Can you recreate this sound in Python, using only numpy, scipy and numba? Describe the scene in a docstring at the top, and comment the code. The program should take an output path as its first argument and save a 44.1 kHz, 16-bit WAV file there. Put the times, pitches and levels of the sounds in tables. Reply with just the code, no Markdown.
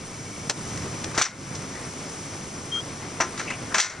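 """Pickup over a spike strip.

A pickup creeps over a steel spike strip on asphalt. Wheels knock the plate and fold the sprung spikes,
which snap back with a ringing clatter. The engine runs just above idle, its fan roars and hisses,
tyres crunch grit and scrub, a brake squeaks once. Heard close; a limiter ducks the hardest clacks."""
import sys
import numpy as np
from scipy import signal
from scipy.fft import rfft, irfft
from scipy.io import wavfile
from scipy.ndimage import uniform_filter1d
from numba import njit

SR = 44100
rng = np.random.default_rng(int(sys.argv[2]) if len(sys.argv) > 2 else 0)


def persist_wave(psi):
    """Save psi, clipped to +-1, as 16-bit WAV."""
    counts = np.round(np.clip(psi, -1, 1) * 32767).astype(np.int16)
    wavfile.write(sys.argv[1], SR, np.atleast_2d(counts).T)


N = 176400

# Running truck. Each row: time in seconds, then engine, fan roar and fan hiss levels in dB.
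TRUCK_LEVELS = [(0, -41.5, -41, -45.5), (.5, -40, -39.5, -43), (.75, -36, -36, -40),
                (1.15, -38, -34.5, -43), (1.4, -31.5, -32, -38), (1.58, -37, -37, -43),
                (1.85, -41.5, -37.5, -43), (2.2, -41.5, -38.5, -42), (2.6, -42, -39, -43.5),
                (3.05, -41, -37.5, -44), (3.45, -42.5, -38.5, -44.5), (4, -38.5, -34.5, -42.5)]
# Base plate. Each row: mode frequency in Hz, relative level in dB, t60 in seconds.
BASE_PLATE_MODES = [(361, -9, 0.43), (647, -2, 0.19), (950, -1, 0.1), (1034, 4, 0.21), (1210, -5, 0.18),
                    (1346, 5.5, 0.15), (1430, -10, 0.6), (1690, -25, 0.081), (1944, -2.5, 0.1),
                    (2116, 1, 0.098), (2657, 3.5, 0.094)]
# Direction of the strip. Each row: frequency in Hz, left over right in dB, left lead in radians.
STRIP_DIRECTION = [(300, -2.5, 0.5), (1100, 3.5, 0.37), (2200, 3.5, 0), (3700, 1, 0.5), (5360, 4.5, 0.16),
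                   (6360, 2.5, 1), (6600, 1, 1.5), (8300, -13, -17.5), (9700, -2, -3)]
ATTACK_S = 0.0034
BUZZ_DB, BUZZ_PER_S = 2, 87  # loose steel chatters as it rings


def undb(db):
    """Decibels to gain."""
    return 10 ** (np.asarray(db) / 20)


def unit(x):
    """Scale to rms 1."""
    return x / np.sqrt(np.mean(x ** 2) + 1e-18)


def curve(table):
    """Interpolate each column over time."""
    times, *columns = np.array(table, float).T
    return [np.interp(np.arange(N) / SR, times, c) for c in columns]


def spectrum(table, size):
    """Interpolate each column over log frequency."""
    hz, *columns = np.array(table, float).T
    return [np.interp(np.log(np.fft.rfftfreq(size, 1 / SR) + 1), np.log(hz), c) for c in columns]


def colour(x, table):
    """Filter by rows of frequency in Hz, gain in dB."""
    return irfft(rfft(x) * undb(spectrum(table, len(x))[0]), len(x))


def noise(table, size=N):
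    """Coloured noise, rms 1."""
    return unit(colour(rng.standard_normal(size), table))


def walk(per_s, size=N):
    """Smooth random drift, rms 1."""
    hold = max(int(SR / per_s), 1)
    steps = rng.standard_normal(size)[np.arange(size) // hold]
    return unit(uniform_filter1d(steps, hold))


def stereo(mid, side, direction):
    """Direct sound with level and phase differences between left and right, plus diffuse sound."""
    balance_db, lead_rad = spectrum(direction, N)
    ratio = undb(balance_db) * np.exp(1j * lead_rad)
    spread = (ratio - 1) / (ratio + 1)
    spread = spread / np.maximum(1, np.abs(spread) / undb(3))  # at most 3 dB over mid
    apart = irfft(rfft(mid) * spread, N) + side
    return np.array([mid + apart, mid - apart])


def add(out, start_s, sound):
    """Mix a sound in at its time."""
    i = int(start_s * SR)
    out[..., i:i + sound.shape[-1]] += sound[..., :N - i]


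def fade(t, t60_s):
    """Exponential decay."""
    return np.exp(-np.log(1000) * t / t60_s)


def ring(modes, t, damping=1, scatter_db=2.5):
    """Decaying modes, struck at a slightly different spot each time."""
    hz, db, t60_s = np.array(modes).T[:, :, None]
    gain = undb(db + scatter_db * rng.standard_normal(hz.shape))
    waves = np.sin(2 * np.pi * (hz * t + rng.random(hz.shape))) * fade(t * damping, t60_s)
    return (gain * waves).sum(axis=0) / np.sqrt(np.sum(gain ** 2) / 2)


def grit(per_s=100, level_db=-53, spread_db=1.5):
    """Stones crack under the tyres at random."""
    hits = rng.random(N) < per_s / SR
    cracks = hits * undb(spread_db * np.minimum(rng.exponential(size=N), 4))
    crunch = colour(cracks, [(200, 3), (1200, 10.5), (5500, -18), (9000, 8.5), (13000, -37)])
    return unit(crunch) * undb(level_db)


def fan(firings):
    """Air roars and hisses; the hiss throbs at the firing rate."""
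    # Air noise spectra. Each row: frequency in Hz, density in dB.
    roar_colour = [(60, -6), (180, 0), (260, 4), (360, 2), (480, -0.5), (800, -5.5), (1250, -5),
                   (1650, -9.5), (2250, -7.5), (2900, -16), (5000, -16.5), (12000, -56)]
    hiss_colour = [(1000, -25), (3000, -5), (4000, -10), (5000, -3.5), (5600, 3.5), (6200, 2), (6900, -6.5),
                   (8000, -7), (9200, -9), (10500, -16), (12500, -34)]
    _, roar_db, hiss_db = curve(TRUCK_LEVELS)
    roar = noise(roar_colour) * undb(roar_db + walk(24.94))
    hiss = noise(hiss_colour) * undb(hiss_db + 0.38 * walk(22))
    throb = 1 + 0.045 * np.cos(2 * np.pi * firings)
    return roar + hiss * throb


def engine(firings, scatter_db=2.5, rumble_db=2.5):
    """Six uneven cylinders pulse over a rumble. Returns direct and diffuse sound."""
    # Relative level of each cylinder in dB, in firing order.
    cylinder_db = [1.5, 2.5, -4, 0, -6, -8]
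    # Engine spectrum. Each row: frequency in Hz, gain in dB.
    engine_colour = [(26, -34), (35, -40), (55, -12.5), (75, -1.5), (105, 2), (155, 3), (200, -2),
                     (300, -11.5), (500, -24), (1500, -71)]
    at = np.flatnonzero(np.diff(np.floor(firings)))
    pulses = np.zeros(N)
    pulses[at] = undb(np.resize(cylinder_db, len(at)) + scatter_db * rng.standard_normal(N)[:len(at)])
    beat = unit(colour(pulses - pulses.mean(), engine_colour))
    direct = unit(beat + undb(rumble_db) * noise(engine_colour))
    gain = undb(curve(TRUCK_LEVELS)[0])
    return direct * gain, noise(engine_colour) * gain


def truck(speed_jitter=0.0118):
    """Engine, fan and grit, each with a direct and a diffuse part."""
    # Engine speed. Each row: time in seconds, firings per second.
    firing_rate = [(0, 51.8), (.9, 53.5), (1.7, 49), (2.1, 53.5), (2.9, 47.2), (3.5, 54.5), (4, 51)]
    # Stereo width. 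Each row: frequency in Hz, diffuse gain in dB.
    width = [(25, -6), (70, -24), (200, -21), (500, -14), (1200, -10), (4000, -12.5), (5800, -16.5),
             (7000, 6), (9000, 2), (12000, -17)]
    # Direction of the truck. Each row: frequency in Hz, left over right in dB, left lead in radians.
    direction = [(100, -2, 0), (700, 0, 0.52), (1300, 4, 0.5), (2300, 5, 0), (4200, 3.5, 0.18),
                 (5800, 3.5, -0.7), (6500, 2.5, -0.5), (7370, -7.5, -5.5), (9150, -6.5, -2)]
    firings = np.cumsum(curve(firing_rate)[0] * (1 + speed_jitter * walk(24.71))) / SR
    direct, diffuse = [part + fan(firings) + grit() for part in engine(firings)]
    return stereo(direct, colour(diffuse, width), direction)


def creaks(rough_db=3.5, chirp_s=0.022, chirp_hz=2266, chirp_width_hz=40):
    """Short, rough noise bands: tyre rubber sticking and slipping, and one tone with the brake squeak."""
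    # Each row: start and length in seconds, level in dB, band centre and half-width in Hz.
    # At 2.759 s: a brief lower tone sounding with the brake squeak. The other rows are tyre scrubs.
    bursts = [(1.128, 0.095, -34, 1100, 900), (1.712, 0.15, -47.5, 1940, 300),
              (2.759, 0.034, -36.5, 1330, 120), (3.448, 0.13, -37, 2430, 520),
              (3.5, 0.018, -28.5, 2070, 550), (3.700, 0.057, -35, 1430, 900), (3.743, 0.018, -18, 1720, 90)]
    # Chirps of a stuttering tyre. Each row: start in seconds, level in dB.
    stutter = [(0.138, -49), (0.183, -48), (0.258, -45), (0.324, -42.5), (0.349, -47), (0.392, -52),
               (0.425, -51)]
    chirps = [(start_s, chirp_s, db, chirp_hz, chirp_width_hz) for start_s, db in stutter]
    out = np.zeros(N)
    for start_s, length_s, db, hz, width_hz in bursts + chirps:
        band = np.exp(-((np.fft.rfftfreq(SR, 1 / SR) - hz) / width_hz) ** 2)
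        rasp = irfft(rfft(rng.standard_normal(SR)) * band) * undb(rough_db * walk(134, SR))
        size = int(length_s * SR)
        add(out, start_s, undb(db) * unit(rasp[:size]) * signal.windows.tukey(size, .5))
    return stereo(out, 0, STRIP_DIRECTION)


def brake(waver_hz=3.9, octave_db=-21, pan_db=4):
    """A pad sings one clean note and slides up as it lets go."""
    # Each row: time in seconds, pitch in Hz, level in dB.
    squeak = [(2.715, 3220, -45), (2.723, 3201, -25.5), (2.756, 3211, -23), (2.800, 3204, -27.5),
              (2.808, 3310, -36), (2.816, 3400, -43)]
    hz, db = curve(squeak)
    t = np.arange(N) / SR
    phase = 2 * np.pi * np.cumsum(hz + waver_hz * walk(150)) / SR
    gate = (t > squeak[0][0]) * (t < squeak[-1][0])
    note = (np.sin(phase) + undb(octave_db) * np.sin(2 * phase)) * undb(db) * gate
    return note * undb(np.array([[pan_db], [-pan_db]]) / 2)


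def wheel_knocks():
    """A wheel bumps the strip against the asphalt: dull thud, hollow clank."""
    # Each row: start in seconds, thud and clank levels in dB, thud t60 in seconds.
    knocks = [(0.4957, -21.5, -35, 0.087), (1.177, -18, -32, 0.085), (3.201, -16.5, -19, .1)]
    # Thud spectrum. Each row: frequency in Hz, density in dB.
    thud_colour = [(80, -10), (330, 1), (700, 5.5), (1300, -8.5), (2400, -18), (9000, -70)]
    size = SR // 2
    t, out = np.arange(size) / SR, np.zeros(N)
    for start_s, thud_db, clank_db, t60_s in knocks:
        thud = undb(thud_db) * noise(thud_colour, size) * fade(t, t60_s)
        clank = undb(clank_db + BUZZ_DB * walk(BUZZ_PER_S, size)) * ring(BASE_PLATE_MODES, t)
        add(out, start_s, (thud + clank) * np.minimum(t / ATTACK_S, 1))
    return stereo(out, 0, STRIP_DIRECTION)


def shaft_snaps():
    """Freed spikes hit their stop and leave their shaft ringing."""
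    # Each row: start in seconds, level in dB.
    snaps = [(1.2185, -18), (3.797, -11.5)]
    # Each row: mode frequency in Hz, relative level in dB, t60 in seconds.
    shaft_modes = [(974, -11, 0.35), (1315, -10, 0.35), (1448, -3, 0.52), (1785, 1, 0.2), (2012, 1, 0.2),
                   (2078, 0, 0.42), (2170, 1, 0.3), (2616, -8, 0.3)]
    t, out = np.arange(SR) / SR, np.zeros(N)
    for start_s, db in snaps:
        clang = undb(db + BUZZ_DB * walk(BUZZ_PER_S, SR)) * ring(shaft_modes, t)
        add(out, start_s, clang * np.minimum(t / ATTACK_S, 1))
    return stereo(out, 0, STRIP_DIRECTION)


def spike_clatter(hold_s=0.0038, chatter_db=1.82, plate_ring_db=-9, spike_buzz_db=4, free_t60_s=0.15):
    """Each blow cracks steel on steel, buzzes the spikes and rattles the plate, which rings on."""
    # Each row: start in seconds, plate, crack and spike levels in dB, rattle t60 in seconds.
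    blows = [(0.4948, -20.5, -12.5, -43, 0.064), (0.772, -44, -28.5, -54, 0.032),
             (1.0398, -39, -23.5, -38, 0.022), (1.112, -35, -36, -55, 0.02), (1.146, -37, -33, -54, 0.34),
             (1.176, -13.5, -13, -29, 0.15), (1.194, -18, -19, -35, 0.059), (1.2119, -9, -12, -29, 0.016),
             (1.2185, -4.5, 3, -0.5, 0.11), (1.248, -10, -11, -10, 0.18), (1.548, -46, -32.5, -42, 0.11),
             (3.2005, -13.5, -25.5, -36, 0.15), (3.206, -18, -19, -19, 0.12),
             (3.374, -33.5, -33.5, -41, 0.5), (3.394, -23, -29, -36, .11), (3.499, -27.5, -32.5, -53, 0.14),
             (3.742, -16, -17.5, -22, 0.24), (3.781, -10.5, -10, -13.5, 0.11),
             (3.800, -10.5, 1, -2.5, 0.19), (3.844, -15.5, -18.5, -12, 0.19),
             (3.897, -21.5, -24.5, -27, 0.26)]
    # Each row: mode frequency in Hz, relative level in dB, t60 in seconds.
    spike_modes = [(5510, -8, 0.14), (5230, -5, 0.14), (5733, 7, 0.12), (6052, 10, .1), (6330, -5, 0.097)]
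    # Rattle and crack spectra. Each row: frequency in Hz, density in dB.
    plate_colour = [(80, -44), (600, -4.5), (1000, 1), (1600, 2.5), (2200, 3.5), (3000, -14.5), (5000, -37),
                    (12000, -60)]
    crack_colour = [(100, -39), (1500, -6), (2600, -5), (6000, -1.5), (7500, -5.5), (8600, -15),
                    (10500, -24), (13000, -48)]
    size = SR // 2
    t, mid_side = np.arange(size) / SR, np.zeros((2, N))
    for start_s, plate_db, crack_db, spike_db, t60_s in blows:
        rattle = fade(np.maximum(t - hold_s, 0), t60_s)  # held while several spikes land
        rattle *= undb(chatter_db * (walk(547, size) - 2.06))
        damping = free_t60_s / t60_s  # a resting tyre shortens the plate's ring
        plate_env = np.hypot(rattle, undb(-24) * fade(t * damping, t60_s=0.29))
        crack_env = np.hypot(rattle, undb(-16) * fade(t, t60_s=0.094))
        for channel in mid_side:
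            plate = plate_env * noise(plate_colour, size)
            plate += undb(plate_ring_db) * ring(BASE_PLATE_MODES, t, damping)
            spikes = ring(spike_modes, t) * undb(spike_buzz_db * walk(180, size))
            crack = crack_env * noise(crack_colour, size)
            blow = undb(plate_db) * plate + undb(crack_db) * crack + undb(spike_db) * spikes
            add(channel, start_s, blow * np.minimum(t / ATTACK_S, 1))
    mid, side = mid_side
    diffuse = colour(side, [(400, -18), (1000, -38), (6000, -38), (8000, -9)])
    return stereo(mid, diffuse, STRIP_DIRECTION)


def scene():
    """Truck, strip and small squeaks, in stereo."""
    return truck() + spike_clatter() + wheel_knocks() + shaft_snaps() + creaks() + brake()


@njit
def follow(x, attack, release):
    """Peak follower: fast up, slow down."""
    out, peak = np.empty(len(x)), 0.
    for i in range(len(x)):
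        peak += (x[i] - peak) * attack if x[i] > peak else -peak * release
        out[i] = peak
    return out


def record(dry, limit_db=-8.5, attack_s=0.00025, release_s=0.14, top_hz=13200):
    """Treble-sensitive limiter, soft clip, low-pass."""
    sensed = np.array([colour(channel, [(2500, 0), (6000, 4.5)]) for channel in dry])
    peak = follow(np.abs(sensed).max(axis=0), 1 / (attack_s * SR), 1 / (release_s * SR))
    gain = np.minimum(1, undb(limit_db) / (peak + 1e-9))
    clipped = 0.67 * np.tanh(dry * gain / 0.72)
    return signal.sosfilt(signal.ellip(8, .2, 80, top_hz, fs=SR, output="sos"), clipped)


dry = scene()
out = record(dry)
persist_wave(out)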